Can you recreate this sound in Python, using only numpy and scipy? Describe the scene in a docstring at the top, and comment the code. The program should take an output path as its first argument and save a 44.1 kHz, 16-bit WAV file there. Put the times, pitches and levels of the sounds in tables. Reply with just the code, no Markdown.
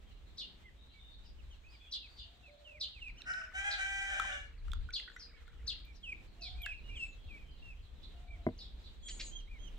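"""A garden table: light wind rumbles on the microphone, sparrows chirp and chicks peep throughout.
About three seconds in, tea starts to trickle into a china cup, each drop a tick and a ringing bubble.
As it begins, a rooster crows once, breaking into a rasp on the long note; others answer from afar.
After the pour the teapot knocks down on a wooden tray, and a small bird trills amid scolding notes."""
import sys
import numpy as np
from scipy import signal
from scipy.fft import rfft, irfft, next_fast_len
from scipy.io import wavfile
from scipy.ndimage import uniform_filter1d

SR = 44100
rng = np.random.default_rng(int(sys.argv[2]) if len(sys.argv) > 2 else 0)


def inscribe(sig):
    """Save sig as 16-bit PCM at rate SR to the path in sys.argv[1].

    A 1-D sig is mono; a 2-D sig holds one channel per row.
    Samples are clipped to [-1, 1] before scaling.
    """
    pcm = np.round(np.clip(np.atleast_2d(sig).T, -1, 1) * 32767)
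    wavfile.write(sys.argv[1], SR, pcm.astype(np.int16))


N = 431298
TIME = np.arange(N) / SR


def amp(db):
    """Decibels to gain."""
    return 10 ** (np.asarray(db) / 20)


def unit(x):
    """Scales to rms 1."""
    return x / np.sqrt(np.mean(x ** 2) + 1e-20)


def read(points, hz):
    """Reads a curve on a log-frequency axis."""
    f, value = np.transpose(points)
    return np.interp(np.log(hz + 1), np.log(f), value)


def follow(rows, t):
    """Reads every column of a breakpoint curve at t."""
    s, *columns = np.transpose(rows)
    return [np.interp(t, s, c) for c in columns]


def colour(x, points):
    """Applies an EQ curve of (frequency [Hz], gain [dB]) points."""
    n = x.shape[-1]
    size = next_fast_len(n + 512)
    gain = amp(read(points, np.fft.rfftfreq(size, 1 / SR)))
    return irfft(rfft(x, size) * gain, size)[..., :n]


def wander(n, hz):
    """Smooth random modulation of about rms 1, rolled off above hz."""
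    size = next_fast_len(n + SR)
    lowpass = np.exp(-(np.fft.rfftfreq(size, 1 / SR) / hz) ** 2)
    return unit(irfft(rfft(rng.standard_normal(size)) * lowpass, size))[:n]


def phase(hz):
    """Running phase of a pitch curve."""
    return 2 * np.pi * np.cumsum(hz) / SR


def fade(n, share):
    """A window with soft ends."""
    return signal.windows.tukey(n, share)


def add(mix, s, sound, pan_db=0):
    """Lays a sound into the mix at time s; pan is left minus right."""
    part = mix[:, round(s * SR):][:, :sound.shape[-1]]
    part += (sound * amp([[pan_db / 2], [-pan_db / 2]]))[:, :part.shape[1]]


def ports(x, lag_s):
    """A sound from one side reaches the right microphone port late (or early)."""
    return np.array([x[0], np.interp(TIME - lag_s, TIME, x[1])])


def yard(x):
    """Scattered echoes from walls and trees, different at each ear."""
    # reverb time of the yard: (frequency [Hz], t60 [s])
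    decay = [(300, 0.31), (1500, 0.24), (4000, 0.35), (9000, 0.079)]
    taps = rng.standard_normal((2, SR // 2)) * (rng.random((2, SR // 2)) < .04)
    taps[:, :SR // 120] = 0  # pre-delay
    hz, t, spectrum = signal.stft(taps, SR, nperseg=256)
    tail = signal.istft(spectrum * amp(-60 * t / read(decay, hz)[:, None]), SR, nperseg=256)[1]
    tail /= np.linalg.norm(tail, axis=1, keepdims=True)
    return signal.oaconvolve(x, tail, axes=1)[:, :N]


def bed(points, likeness):
    """Coloured noise, partly shared by both ears."""
    left, other = rng.standard_normal((2, N))
    right = likeness * left + np.sqrt(1 - likeness ** 2) * other
    return unit(colour(np.array([left, right]), points))


def turbulence(points, strength, likeness):
    """Low turbulence at the microphone, as strong as the wind blows."""
    noise = bed(points, likeness)
    return noise / np.sqrt(uniform_filter1d((noise ** 2).mean(0), size=6000)) * strength


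def wind(eddy_hz=11, eddy_db=2.5, hiss_db=-70.5):
    """Gusts swell out of the breeze and shake the microphone; air rustles and far leaves hiss."""
    # the steady breeze: (time [s], buffeting [dB], rumble [dB], air rustle [dB])
    breeze = [(0, -60.5, -62, -68.5), (2.6, -62.5, -72, -74.5), (4.3, -54, -54, -69),
              (5.2, -65.5, -61, -72.5), (6.1, -55.5, -57, -68), (7.1, -59.5, -53, -67.5),
              (7.9, -56.5, -54, -67.5), (8.9, -54.5, -56.5, -64.5), (9.15, -58, -47.5, -63),
              (9.78, -60, -46, -59)]
    # gusts: (peak time [s], half width [s], buffeting [dB], rumble [dB])
    gusts = [(0.101, 0.22, -62.5, -59.5), (1.42, 0.24, -56, -55), (2.2, 0.073, -60, -66),
             (3.08, 0.062, -55, -51.5), (3.75, 0.051, -64, -60), (4.741, 0.095, -38.5, -38.5),
             (5.64, 0.19, -53, -56), (6.58, 0.061, -43, -49.5), (6.88, 0.13, -54.5, -49),
             (7.27, 0.012, -47.5, -55), (7.73, 0.057, -54, -54), (8.33, 0.22, -51.5, -55),
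             (8.75, 0.013, -46.5, -46)]
    # EQ of the buffeting, sub rumble, air and leaves: (frequency [Hz], gain [dB])
    buffeting_eq = [(30, -24), (48, 4), (62, 5), (90, -8.5), (130, -18), (250, -34), (600, -54),
                    (2000, -86.5)]
    rumble_eq = [(12, -18), (25, -4), (36, 6), (46, -6), (70, -35.5), (300, -81)]
    air_eq = [(50, -15.5), (120, 2), (250, -1.5), (450, -7.5), (700, -13), (1400, -21), (3000, -17),
              (8000, -40.5)]
    leaves_eq = [(300, -2), (1000, -3), (2200, -4), (3700, -4), (4400, -10.5), (5200, -14), (8000, -15),
                 (9500, -26.5), (15500, -24)]
    buffeting, rumble, air = amp(follow(breeze, TIME))
    for s, width, buffeting_db, rumble_db in gusts:
        swell = np.exp(-.5 * ((TIME - s) / width) ** 2)
        buffeting = np.hypot(buffeting, amp(buffeting_db) * swell)
        rumble = np.hypot(rumble, amp(rumble_db) * swell)
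    buffeting *= amp(eddy_db * wander(N, eddy_hz))
    low_end = turbulence(buffeting_eq, buffeting, .91) + turbulence(rumble_eq, rumble, .73)
    rustle = bed(air_eq, likeness=.41) * air * amp(2.5 * wander(N, 3))
    leaves = bed(leaves_eq, likeness=.017) * amp(hiss_db + 2 * wander(N, 15))
    return low_end + rustle + leaves


def distant(rows, overtone_db, jitter, arch, echo_db):
    """Gently arched notes blurred by the yard."""
    out = np.zeros((2, N))
    for s, length, hz, db in rows:
        u = np.linspace(-1, 1, int(length * SR))
        p = phase(hz * (1 - arch * u ** 2 + jitter * wander(len(u), 200)))
        tone = np.sin(p) + amp(overtone_db) * np.sin(2 * p)
        add(out, s, amp(db) * tone * fade(len(u), .25))
    return out + amp(echo_db) * yard(out)


def far_calls():
    """Thin whistles, slurred song, soft hoots, other roosters and a faint drone carry from afar."""
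    # notes of each far voice: (start [s], length [s], pitch [Hz], level [dB])
    whistles = [(.78, 0.052, 3800, -70), (.88, .051, 3990, -70.5), (.96, .19, 3630, -67),
                (1.09, .12, 3670, -73.5), (1.79, 0.104, 3395, -65), (7.17, 0.12, 3330, -69.5),
                (7.44, 0.084, 3150, -71.5)]
    slurs = [(1.24, 0.064, 5270, -71), (1.6, 0.086, 6600, -85), (1.68, 0.1, 4920, -68),
             (1.8, 0.073, 2540, -67), (2.07, 0.083, 4680, -66.5), (2.16, 0.081, 4840, -60.5),
             (5.13, 0.035, 7360, -71.5), (5.16, 0.04, 5960, -70), (5.21, 0.0527, 5120, -55),
             (5.92, 0.069, 5600, -80), (6.95, 0.21, 7070, -73.5), (6.95, 0.15, 8200, -68.5)]
    hoots = [(2.475, 0.083, 589.5, -61.5), (2.565, 0.074, 593, -64), (2.66, 0.065, 598, -61),
             (2.745, 0.056, 603, -60.5)]
    roosters = [(2.22, 0.44, 713, -80.5), (6.36, 0.35, 724, -71), (8.1, 0.4, 715, -73)]
    drone = [(4.35, 1.5, 465, -78.5)]
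    return (distant(whistles, overtone_db=-46, jitter=.0226, arch=.0176, echo_db=1.5)
            + distant(slurs, overtone_db=-49.5, jitter=.024, arch=.11, echo_db=-5.5)
            + distant(hoots, overtone_db=-36, jitter=.0035, arch=.024, echo_db=-4)
            + distant(roosters, overtone_db=-11, jitter=.055, arch=.1, echo_db=2)
            + distant(drone, overtone_db=-22, jitter=.045, arch=.01, echo_db=0))


def chatter(count=220, level_db=-73):
    """Many sparrows twitter in far hedges; only their mingled echoes arrive."""
    out = np.zeros((2, N))
    for when, pitch, length, loud, side, warble in rng.random((count, 6)):
        u = np.linspace(0, 1, int((.02 + .04 * length) * SR))
        bend = 1.12 - .24 * u + .06 * np.sin(2 * np.pi * (1 + 3 * warble) * u)
        tweet = np.sin(phase((2900 + 1500 * pitch) * bend)) * fade(len(u), .7)
        add(out, when * N / SR, tweet * amp(level_db + 4 * (loud - .5)), pan_db=6 * (side - .5))
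    return yard(out)


def chicks(entry_s=.023, drop_s=.0075, attack_s=.018, release_s=.009, edge_db=-30, flutter_db=4):
    """Pure whistles with a faint hoarse edge settle on a note, sink, then drop as the breath stops."""
    # peeps: (start [s], length [s], pitch [Hz], level [dB], pan [dB],
    #         entry offset [share of pitch], fall over the note [share of pitch])
    peeps = [(.635, 0.063, 2097, -58.5, -3, -0.046, 0.11), (0.927, 0.082, 2290, -66, -9, -.03, 0.074),
             (1.244, 0.031, 2950, -56, 3, 0.04, 0.085), (1.379, 0.031, 2830, -58.5, -9, 0.076, 0.035),
             (1.499, 0.054, 3030, -60, 1, 0, 0.17), (1.633, 0.13, 2575, -63, -4, -0.2, 0.15),
             (1.984, 0.095, 2710, -60, 1, 0, .25), (2.425, 0.083, 2610, -57.5, -3, -0.089, 0.26),
             (2.64, 0.15, 2565, -53.5, -4, 0.16, 0.25), (2.92, 0.083, 2630, -54.5, -7, .05, 0.25),
             (2.997, .11, 2570, -45, -4, 0.17, .13), (3.157, 0.069, 3300, -57, -2, -0.51, 0.48),
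             (5.323, 0.094, 2235, -63.5, -11, -0.023, .1), (5.837, 0.094, 2380, -63, -12, -0.051, 0.055),
             (6.028, 0.11, 2560, -44, -2, 0.3, 0.088), (6.394, 0.1, 2460, -54, -3, 0.09, .14),
             (6.547, 0.14, 2380, -55, -1, -0.22, 0.27), (6.625, .115, 2575, -41.5, -5, .38, 0.034),
             (6.71, 0.097, 2680, -53.5, -1, 0, 0.181), (6.837, 0.15, 2756, -56, -6.5, -0.06, .22),
             (6.89, 0.095, 2410, -54.5, -3, -0.12, 0.139), (6.953, .115, 2684, -41, 1.5, 0.3, 0.037),
             (7.28, 0.11, 2330, -51.5, -1, 0.19, 0.048), (7.341, 0.12, 2467, -63.5, -2, -.06, .15),
             (7.616, 0.13, 2697, -53, -2, -0.08, 0.17), (8.268, 0.1, 2356, -56, -4, -0.092, 0.11),
             (9.021, 0.1, 3300, -52, -6, -0.015, 0.037), (9.308, 0.11, 3220, -52.5, -7, -0.1, 0.11),
             (9.467, .125, 2400, -59.5, -2, -0.31, 0.247), (9.582, 0.11, 3234, -58.5, -11.5, -0.14, .13)]
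    # loud peeps drop furthest: (level [dB], depth [share of the full drop])
    drop_by_level = [(-67, 0.43), (-48, 1)]
    # high peeps carry more octave: (pitch [Hz], octave level [dB])
    octave = [(2500, -33), (3200, -9.5)]
    # the hoarse edge: (frequency [Hz], gain [dB])
    edge_eq = [(5000, -25.5), (6500, -10), (8300, -3), (9500, -33)]
    out = np.zeros((2, N))
    for s, length, hz, db, pan_db, entry, fall in peeps:
        t = np.arange(0, length, 1 / SR)
        n = len(t)
        drop = .2 * follow(drop_by_level, db)[0] * np.exp((t - length) / drop_s)
        slide = 1 + entry * np.exp(-(t / entry_s) ** 1.464) + fall * (.5 - t / length) - drop
        p = phase(hz * slide * (1 + .006 * wander(n, 300) + .008 * wander(n, 60)))
        edge = unit(colour(rng.standard_normal(n), edge_eq))
        tone = np.sin(p) + amp(read(octave, hz)) * np.sin(2 * p) + amp(edge_db) * edge
        envelope = (1 - np.exp(-t / attack_s)) * (1 - np.exp((t - length) / release_s))
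        add(out, s, tone * envelope * amp(db + flutter_db * wander(n, 51)), pan_db)
    return ports(out, lag_s=.00008) + amp(-12) * yard(out)


def chirp_gesture(t, length, top_hz, end_hz):
    """Pitch and strength of one chirp: a flick upward, then a fading, uneven zigzag downward."""
    attack_s, flick_s, fall_s, zigzag_hz = .006, .00283, .031, 107.2
    hold, fade_db = .28, -18  # the fade starts after this share of the length
    t = np.maximum(t, 0)
    u = t / length
    zigzag = -np.sin(2 * np.pi * zigzag_hz * t + 2 * u * wander(len(t), 40))
    glide_hz = end_hz + (top_hz - end_hz) * np.exp(-(t / fall_s) ** 1.623)
    hz = glide_hz * (1 - .25 * np.exp(-t / flick_s) + .076 * zigzag)
    faded = np.maximum(u - hold, 0) / (1 - hold)
    level_db = fade_db * faded + .5 * zigzag + 2 * wander(len(t), 110)
    return hz, np.minimum(t / attack_s, 1) * amp(level_db)


def sparrows(gain_db=1.5, octave_db=-23, third_db=-41, upper_db=-13, upper_ratio=1.4, jitter=.0356):
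    """Both sides of the syrinx zigzag in pitch; far birds are mostly echo."""
    # chirps: (start [s], length [s], level [dB], tuning [ratio], end pitch [Hz], pan [dB], echo [dB])
    chirps = [(.379, 0.063, -42, 1.005, 2747, 1.5, -3), (1.245, .06, -74, 1.13, 4570, 5, 6),
              (1.919, 0.054, -38.5, 1.018, 2735, 1, -2.5), (2.168, 0.094, -62.5, 0.93, 2925, 3, 8),
              (2.807, .055, -35.5, .98, 2800, 0, -5.5), (3.709, 0.052, -35.5, 1.01, 2980, 0.5, -6.5),
              (4.934, 0.068, -38, 1.013, 2757, 2.5, -5), (5.193, 0.077, -51.5, 1.21, 4190, 2, -11),
              (5.674, 0.063, -35.5, 1.027, 2770, 5, -8), (5.947, 0.078, -67, 1.27, 4730, 8, -28),
              (6.416, 0.12, -47, 1.06, 3420, -1.5, -5), (8.017, 0.053, -72.5, 0.89, 3320, -4, 14.5),
              (8.584, 0.11, -51, 1.08, 3500, -0.5, -5.5), (8.832, 0.066, -63, 0.93, 3200, -2, 4)]
    # thin upstroke into a chirp: (time from its start [s], pitch before tuning [Hz], level [dB])
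    upstroke = [(-.012, 4070, -41), (-.003, 5600, -11.5), (.004, 6500, -21.5), (.011, 7700, -40)]
    near, far = np.zeros((2, 2, N))
    for s, length, db, tuning, end_hz, pan_db, echo_db in chirps:
        t = np.arange(upstroke[0][0], length, 1 / SR)
        hz, strength = chirp_gesture(t, length, top_hz=4480 * tuning, end_hz=end_hz)
        lisp_hz, lisp_db = follow(upstroke, t)
        pitches = hz, np.minimum(hz * upper_ratio, 4900 * tuning), lisp_hz * tuning
        p, upper, lisp = (phase(f * (1 + jitter * wander(len(t), 585))) for f in pitches)
        voice = np.sin(p) + amp(octave_db) * np.sin(2 * p) + amp(third_db) * np.sin(3 * p)
        voice += amp(upper_db) * np.sin(upper)
        chirp = voice * strength + amp(lisp_db) * np.sin(lisp)
        chirp *= amp(db + gain_db) * fade(len(t), .019)
        add(near, s + t[0], chirp, pan_db)
        add(far, s + t[0], chirp * amp(echo_db), pan_db / 2)
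    return ports(near, lag_s=.00005) + yard(far)


def songbirds(trill_hz=21, swing=.042, upper_db=-6, echo_db=-9):
    """A two-voiced warbling trill, with harsh scolding notes."""
    # contour of the high trill: (time [s], pitch [Hz], level [dB])
    trill = [(9.02, 6680, -80), (9.06, 7050, -55), (9.11, 6980, -49), (9.198, 6990, -57.5),
             (9.255, 6810, -49), (9.3, 6770, -52), (9.332, 6130, -70)]
    # scolding notes: (start [s], length [s], level [dB])
    scolds = [(9.078, 0.029, -46.5), (9.152, .02, -69), (9.191, 0.034, -42.5), (9.26, .02, -76)]
    # EQ of the scolding: (frequency [Hz], gain [dB])
    scold_eq = [(760, -71), (1300, -21.5), (2330, -4), (3050, -13), (3380, -3.5), (3570, -10), (4050, -0.5),
                (6800, -17), (8840, -49), (15000, -120)]
    out = np.zeros((2, N))
    t = np.arange(trill[0][0], trill[-1][0], 1 / SR)
    hz, db = follow(trill, t)
    for ratio, voice_db, crest_s in [(1, 0, 9.11), (1.135, upper_db, 9.122)]:
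        warble = 1 + swing * np.cos(2 * np.pi * trill_hz * (t - crest_s)) + .019 * wander(len(t), 580)
        add(out, t[0], amp(db + voice_db) * np.sin(phase(hz * ratio * warble)))
    for s, length, level_db in scolds:
        n = int(length * SR)
        grit = rng.standard_normal(n) * amp(1.3 * wander(n, 400))
        add(out, s, amp(level_db) * unit(colour(grit, scold_eq)) * fade(n, .72))
    return ports(out, lag_s=.00003) + amp(echo_db) * yard(out)


def syrinx(hz, second_hz, rough):
    """Two membranes buzz together; strain breaks the clean tone into a rasp."""
    n = len(hz)
    p = phase(hz * (1 + .06 * rough * wander(n, 180) + .0018 * wander(n, 40)))
    p += .08 * wander(n, 350)  # uneven beats blur the high harmonics and leave the low ones clean
    q = phase(second_hz * (1 + .018 * wander(n, 200)))
    buzz, second = (unit(sum(np.cos(k * turn) for k in range(1, 19))) for turn in (p, q))
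    # alternate beats differ: half harmonics, strongest just above the main resonance
    halves = .17 * (np.cos(5 * p / 2) + .22 * sum(np.cos((k + .5) * p) for k in range(1, 20)))
    rasp = unit(rng.standard_normal(n) * (1.3 + np.cos(p)) * amp(2.5 * wander(n, 90)))
    tone = (1 - .5 * rough) * buzz + (1 - rough) * halves + amp(-25 + 30 * rough) * second
    return tone + .55 * (rough + .12) * rasp


def rooster(attack_s=.028, scoop_s=.03, sag_s=.06, fade_db=-34, tired_db=-.5, echo_db=-5):
    """Each syllable scoops up, holds and sags; the syrinx rings the throat, rough if slack or tired."""
    # syllables: (start [s], hold [s], release [s], pitch [Hz], second membrane [Hz],
    #             level [dB], beak opening [0-1])
    crow = [(3.246, 0.13, 0.16, 759, 666.6, -44, 0), (3.528, .095, 0.048, 788.7, 655, -42, 0.97),
            (3.616, 0.059, 0.26, 824, 695, -39.5, 0.97), (3.764, 0.51, 0.24, 783.6, 591.6, -39.5, 0.95)]
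    # throat resonances, beak wide open and half shut: (frequency [Hz], gain [dB])
    open_eq = [(400, -57), (620, -8), (790, -12.5), (1000, -24), (1250, -10.5), (1550, 0), (1850, -2.5),
               (2350, -7.5), (3050, -9.5), (3500, -14.5), (4500, -32.5), (6500, -20), (8400, -20.5),
               (10000, -51), (15000, -47)]
    half_shut_eq = [(400, -34), (660, -4.5), (1000, -59), (1300, 2.5), (1490, 6.5), (1700, 5.5),
                    (2300, -12.5), (2850, -5), (3700, -48), (5200, -12), (6300, -22), (9000, -24),
                    (11000, -72)]
    stamina_s, break_s = .3, .03  # the voice holds this long, then breaks this fast
    out = np.zeros((2, N))
    for s, hold, release, note_hz, second_hz, db, beak in crow:
        t = np.arange(0, hold + release, 1 / SR)
        released = np.maximum(t - hold, 0)
        scoop = np.exp(-t / scoop_s)
        sag = 1 - np.exp(-released / sag_s)  # the pressure lets go
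        broken = np.clip((t - stamina_s) / break_s, 0, 1)
        rough = .04 + .38 * broken + .5 * (scoop + sag) + .15 * (1 - beak)
        bend = 1 - .08 * scoop - .045 * sag
        drive = syrinx(note_hz * bend, second_hz * bend, np.minimum(rough, 1))
        voice = beak * colour(drive, open_eq) + (1 - beak) * colour(drive, half_shut_eq)
        voice /= np.sqrt(uniform_filter1d(voice ** 2, size=2000))  # level it ahead of the envelope
        accent_db = 4 * np.exp(-((t - .06) / .018) ** 2)  # an early push of air
        release_db = fade_db * (released / release) ** 1.6
        level_db = db + accent_db + tired_db * broken + release_db + wander(len(t), 52)
        envelope = np.minimum(t / attack_s, 1) ** 2 * amp(level_db) * fade(len(t), .044)
        add(out, s, voice * envelope, pan_db=1.5)
    return ports(out, lag_s=-.00019) + amp(echo_db) * yard(out)


def bubble(hz, t60, rise_s=.053, pinch_s=.0004):
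    """A trapped bubble pinches off and rings, its pitch rising ever faster as it nears the surface."""
    t = np.arange(int(t60 * SR)) / SR
    envelope = np.exp(-np.log(1000) * t / t60) * (1 - np.exp(-t / pinch_s))
    return np.sin(phase(hz * (1 + (t / rise_s) ** 2))) * envelope


def tea(splash_s=.0018, bubbles_per_s=30, echo_db=-14):
    """Drops tick on the tea and trap bubbles; the thin stream fizzes softly between them."""
    # drops: (time [s], bubble level [dB], bubble pitch [Hz], t60 [s], splash level [dB], pan [dB])
    drops = [(3.083, -48, 2590, 0.044, -58, 18), (3.2192, -33, 3940, 0.0081, -44, -7.5),
             (3.3367, -41, 3940, 0.014, -46, -6), (4.198, -23.5, 1316, 0.042, -26.5, 6),
             (4.245, -44, 1020, 0.05, -60, -7), (4.3275, -37, 3600, 0.013, -60, 4),
             (4.682, -47, 1360, 0.02, -52, 9), (4.7179, -44, 3530, 0.023, -41, -11),
             (4.734, -33, 1360, 0.013, -35, -4.5), (4.889, -43, 1440, 0.064, -58, -6),
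             (4.906, -46.5, 2280, 0.017, -49, 10), (4.9988, -43, 2040, 0.019, -46, -9),
             (5.077, -49.5, 1465, 0.077, -61, -13), (5.082, -45, 1900, 0.032, -62, 7),
             (5.1, -48, 1500, 0.034, -60, 8), (5.118, -53, 1790, 0.021, -59, 7),
             (5.163, -43.5, 1460, 0.041, -51, -7), (5.165, -46, 1957, 0.033, -52, 16),
             (5.479, -53.5, 1420, 0.057, -57, 8), (5.852, -66, 14300, 0.037, -60, 18),
             (6.6186, -55.5, 11800, 0.11, -52, 14), (6.661, -55, 3320, 0.021, -35, 11.5),
             (6.6634, -30, 1654, 0.029, -55, 3)]
    # EQ of a splash: (frequency [Hz], gain [dB])
    splash_eq = [(300, -38), (700, -9), (1400, -47), (3400, 9), (5000, -13.5), (7500, -7.5), (10000, -18.5),
                 (15000, -25)]
    # fizz of fine bubbles over the pour: (time [s], level [dB])
    pour = [(2.9, -111), (3.3, -59), (4.6, -74.5), (5.2, -71.5), (5.8, -72), (6.6, -121), (6.8, -100)]
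    out = np.zeros((2, N))
    t = np.arange(SR // 100) / SR
    for s, db, hz, t60, splash_db, pan_db in drops:
        add(out, s, amp(db) * bubble(hz, t60), pan_db)
        splash = unit(colour(rng.standard_normal(len(t)), splash_eq)) * np.exp(-t / splash_s) / 2
        add(out, s, amp(splash_db) * splash, pan_db)
    fizz = np.zeros(N)
    for hz in np.geomspace(1250, 2600, num=12):  # twelve bubble sizes, each at the same rate
        births = (rng.random(N) < bubbles_per_s / SR) * rng.random(N)
        fizz += signal.oaconvolve(births, bubble(hz, t60=.025))[:N]
    out += unit(fizz) * amp(follow(pour, TIME)[0])
    return out + amp(echo_db) * yard(out)


def teapot(s=8.4665, gain_db=-25, contact_s=.00016, settle_db=-13, echo_db=-30):
    """The pot lands on the wooden tray, then its base settles flat."""
    # modes of the tray and table: (frequency [Hz], level [dB], t60 [s])
    modes = [(91, -7, 0.11), (168, -10.5, 0.15), (204, -5, 0.095), (252, -2, 0.096), (308, -5, 0.12),
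             (365, 5.5, 0.027), (470, -12.5, 0.11), (633, 0.5, 0.041), (763, -17, 0.059), (970, -8, 0.025),
             (1030, -28, 0.08), (1470, -19, 0.024), (2110, -14, 0.036)]
    t = np.arange(SR // 3) / SR
    # neighbouring modes start with opposite signs, so their peaks do not all line up
    ring = sum((-1) ** k * amp(db) * np.sin(2 * np.pi * hz * t) * np.exp(-np.log(1000) * t / t60)
               for k, (hz, db, t60) in enumerate(modes))
    ring *= amp(gain_db) * (1 - np.exp(-t / contact_s))
    out = np.zeros((2, N))
    for delay_s, db in [(0, .008), (.021, settle_db)]:
        add(out, s + delay_s, amp(db) * ring, pan_db=1)
    return ports(out, lag_s=.00018) + amp(echo_db) * yard(out)


def scene():
    """The garden mix: ambience at the back, birds around, tea things up front."""
    ambience = far_calls() + wind() + chatter()
    birds = chicks() + sparrows() + songbirds() + rooster()
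    return ambience + birds + tea() + teapot()


def record(dry, cutoff_hz=15800):
    """A steep low-pass trims the very top of the mix."""
    lowpass = signal.firwin(511, cutoff_hz, window=("kaiser", 9), fs=SR)
    return signal.oaconvolve(dry, lowpass[None], "same")


dry = scene()
out = record(dry)
inscribe(out)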